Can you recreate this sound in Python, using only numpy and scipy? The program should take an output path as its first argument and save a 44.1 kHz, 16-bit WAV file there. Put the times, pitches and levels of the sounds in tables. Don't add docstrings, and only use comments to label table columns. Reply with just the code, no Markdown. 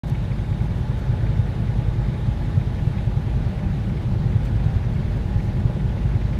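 import sys
import numpy as np
from scipy import signal
from scipy.fft import rfft, irfft, next_fast_len
from scipy.io import wavfile
from scipy.ndimage import uniform_filter1d, map_coordinates

SR = 44100
rng = np.random.default_rng(int(sys.argv[2]) if len(sys.argv) > 2 else 0)


def transcribe(signal):
    frames = np.atleast_2d(signal).T
    limited = np.clip(frames, -1, 1)
    pcm = np.round(limited * 32767).astype(np.int16)
    wavfile.write(sys.argv[1], SR, pcm)


N = 281799


def amp(db):
    return 10 ** (np.asarray(db) / 20)


def unit(x):
    return x / np.sqrt(np.mean(x ** 2) + 1e-20)


def clock():
    return np.arange(N) / SR


def wobble(rate_hz):
    knots = rng.standard_normal(int(N * rate_hz / SR) + 4)
    return map_coordinates(knots, [clock() * rate_hz])


def filtered(x, response):
    size = next_fast_len(N + 8192)
    return irfft(rfft(x, size) * response(np.fft.rfftfreq(size, 1 / SR)), size)[:N]


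def coloured(x, spectrum):
    freq_hz, gain_db = np.transpose(spectrum)
    return unit(filtered(x, lambda hz: amp(np.interp(np.log(hz + 1), np.log(freq_hz), gain_db))))


def rush(spectrum, patchy_db):
    bins = signal.stft(rng.standard_normal(N), nperseg=512)[2]
    patches = uniform_filter1d(rng.standard_normal(bins.shape), size=7, axis=0)
    patches = unit(uniform_filter1d(patches, size=8, axis=1))
    noise = signal.istft(bins * amp(patchy_db * patches), nperseg=512)[1][:N]
    return coloured(noise, spectrum)


def wind(level_db=-47.5):
    # freq_hz, gain_db
    airflow = [(500, -15.5), (1150, 1), (1330, -2), (1750, 0), (2300, -4.5), (2850, -6), (3700, -7.5),
               (4300, -11), (5500, -17), (6500, -19), (7800, -23.5), (10200, -25), (12000, -29.5),
               (15500, -31.2)]
    flutter_db = .45 * wobble(60)
    return amp(level_db + flutter_db) * rush(airflow, patchy_db=1.1)


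def road(turns, coarse, rumble_db=-25, coarse_lift_db=1.52, roar_db=-40):
    # freq_hz, gain_db
    cabin = [(12, -29), (26, -6.5), (40, -3.5), (55, 4.5), (70, 0.5), (100, 3.5), (130, 2), (170, -4.5),
             (200, -4), (240, -12.5), (290, -20), (420, -59), (1000, -120)]
    # freq_hz, gain_db
    asphalt = [(130, -32.5), (250, -4), (350, 0.5), (400, -5.5), (490, -6), (590, -6), (650, -9.5),
               (740, -10.5), (850, -11), (910, -15), (960, -11), (1050, -20.5), (1500, -36.5), (4000, -120)]
    rumble = amp(rumble_db + coarse_lift_db * coarse) * coloured(rng.standard_normal(N), cabin)
    swish_db = 0.31 * np.sin(2 * np.pi * turns)
    roar = amp(roar_db + 0.11 * wobble(18) + swish_db) * rush(asphalt, patchy_db=0.47)
    return rumble + roar


def trim(tick_decay_s=0.0014):
    # centre_s, level_db, sigma_s
    rustles = [(.082, -56, .01), (.633, -63, .02), (.78, -62, .02), (.992, -59.5, .012), (4.457, -54, .008),
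               (5.17, -63, .018), (5.436, -63, .04)]
    # start_s, level_db
    ticks = [(.0988, -38)]
    # freq_hz, gain_db
    friction = [(1500, -25), (3000, -2), (6000, 0), (10000, -5), (15000, -8)]
    # start_s, level_db
    knocks = [(5.697, -31), (5.765, -37)]
    # pitch_hz, gain_db, t60_s
    modes = [(525, -1, .08), (580, 0, .07)]
    t = clock()
    rub_env = sum(amp(db) * np.exp(-((t - s) / sigma_s) ** 2 / 2) for s, db, sigma_s in rustles)
    tick_env = sum(amp(db) * np.exp(-np.abs(t - s) / tick_decay_s) * (t >= s) for s, db in ticks)
    out = (rub_env + tick_env) * coloured(rng.standard_normal(N), friction)
    for start_s, level_db in knocks:
        age_s = np.maximum(t - start_s, 0)
        for hz, gain_db, t60_s in modes:
            out += amp(level_db + gain_db - 60 * age_s / t60_s) * np.sin(2 * np.pi * hz * age_s)
    return out


def dashboard(sigma_s=0.0044, faint_db=-53, faint_count=130):
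    # centre_s, level_db
    creaks = [(.154, -39.5), (.317, -45), (2.043, -48), (5.402, -44), (6.117, -45), (6.221, -43.5)]
    # freq_hz, gain_db
    ring = [(700, -60), (1400, -11), (1750, -5), (2000, -3), (2200, 0), (2400, -3), (2700, -14),
            (4000, -24), (9000, -70)]
    faint = [(rng.random() * N / SR, faint_db + 2.2 * size) for size in rng.standard_normal(faint_count)]
    force, t = np.zeros(N), clock()
    for centre_s, level_db in list(creaks) + faint:
        near = np.abs(t - centre_s) < .03
        force[near] += amp(level_db) * np.exp(-((t[near] - centre_s) / sigma_s) ** 2 / 2)
    return force * coloured(rng.standard_normal(N), ring)


def grooves(coarse, smooth_db=-49.5, coarse_change_db=-11.5):
    # centre_hz, width_hz, gain_db
    resonances = [(845, 60, 1.5), (2240, 150, -19.5), (3680, 320, -18), (9900, 700, -36)]
    bands = lambda f: sum(amp(db) / (1 + (2 * (f - hz) / width) ** 4) for hz, width, db in resonances)
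    return amp(smooth_db + coarse_change_db * coarse) * unit(filtered(rng.standard_normal(N), bands))


def tread(turns, hum_db=-47):
    # freq_hz, gain_db
    spectrum = [(150, -9), (300, -3), (400, 5), (570, -1), (700, -3.5), (795, -6), (825, 1.5), (875, 3),
                (915, -6.5), (1100, -13.5), (1330, -13), (1450, -5.5), (1750, -9), (3000, -29), (9000, -70)]
    # cycles_per_turn, level_db, loudest_s, half_width_s
    tones = [(15, -38.5, 3, 6), (19, -42, 4.5, 4), (24, -51, 4, 4), (36, -51, 5.4, 2.2), (42, -59, 3, 5),
             (60, -57, 5, 3), (78, -53, 4.2, 1.1), (81, -55, 2.6, 1.6), (83, -53, 5.7, 1),
             (104, -59, 5.8, 1)]
    blocks = rng.standard_normal(SR // 10)
    pattern = map_coordinates(blocks, [turns % 1 * len(blocks)], mode="grid-wrap")
    hum = amp(hum_db + 1.8 * wobble(3.83)) * coloured(pattern, spectrum)
    for per_turn, level_db, loudest_s, half_width_s in tones:
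        swell = amp(level_db + 2.8 * wobble(5.5)) / (1 + ((clock() - loudest_s) / half_width_s) ** 2)
        cycles = per_turn * turns + 0.078 * wobble(6) + rng.random()
        hum += swell * np.sqrt(2) * np.sin(2 * np.pi * cycles)
    return hum


def engine(firing_hz=51.62):
    # firing_multiple, level_db
    harmonics = [(1, -28.5), (2, -44.5), (3, -37.5), (4, -51), (7, -57.5)]
    firings = firing_hz * clock() + 0.027 * wobble(3.055)
    drone = np.zeros(N)
    for multiple, level_db in harmonics:
        rms = amp(level_db + 0.81 * wobble(4.6))
        drone += rms * np.sqrt(2) * np.sin(2 * np.pi * (multiple * firings + rng.random()))
    return drone


def thumps(turns, coarse, usual_db=-16, boom_hz=111, contact_s=0.011, rebound_s=0.03376):
    # near_s, level_db
    bumps = [(.13, -12), (.61, -12), (1.1, -11), (1.4, -8.5), (2.28, -9.5), (2.58, -8), (2.87, -11),
             (3.17, -10.5), (4.36, -11), (4.66, -11.5), (5.66, -8.5), (6.16, -11)]
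    times_s = np.interp(np.arange(np.ceil(turns[-1])), turns, clock())
    sizes, lags, pitches, bounces = rng.standard_normal((len(times_s), 4)).T
    levels_db = usual_db - 1.5 * np.interp(times_s, clock(), coarse) + 2.5 * sizes
    for near_s, level_db in bumps:
        levels_db[np.argmin(np.abs(times_s - near_s))] = level_db
    times_s += 0.00043 * lags
    out = np.zeros(N)
    for centre_s, level_db, pitch, bounce in zip(times_s, levels_db, pitches, bounces):
        t = clock() - centre_s
        near = np.abs(t) < .09
        width_s = contact_s * np.exp(-0.027 * (level_db - usual_db))
        pitch_hz = boom_hz * (1 + .04 * pitch)
        boom = lambda s: np.sin(2 * np.pi * pitch_hz * s) * np.exp(-(s / width_s) ** 2)
        rebound = amp(-13 + 2 * bounce) * boom(t[near] - rebound_s)
        out[near] += amp(level_db) * (boom(t[near]) + rebound)
    return out


def wheel_turns(first_lump_s=.1255):
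    # time_s, turns_per_s
    speed = [(0, 10.266), (2, 10.151), (4, 10.063), (6.39, 9.992)]
    turns = np.cumsum(np.interp(clock(), *np.transpose(speed))) / SR
    return turns - np.interp(first_lump_s, clock(), turns)


def scene():
    # time_s, coarseness
    surface = [(0, 0.12), (2.2, 0.16), (3.3, 0.57), (4, 1), (6.39, 1)]
    coarse = np.interp(clock(), *np.transpose(surface))
    turns = wheel_turns()
    tyres = thumps(turns, coarse) + tread(turns) + grooves(coarse) + road(turns, coarse)
    return (engine() + tyres + wind() + dashboard() + trim())[None]


def record(dry, start_s=.034, top_hz=15310):
    opened = np.clip((clock() - start_s) / .002, 0, 1)
    return filtered(dry[0] * opened, lambda hz: hz < top_hz)[None]


dry = scene()
out = record(dry)
transcribe(out)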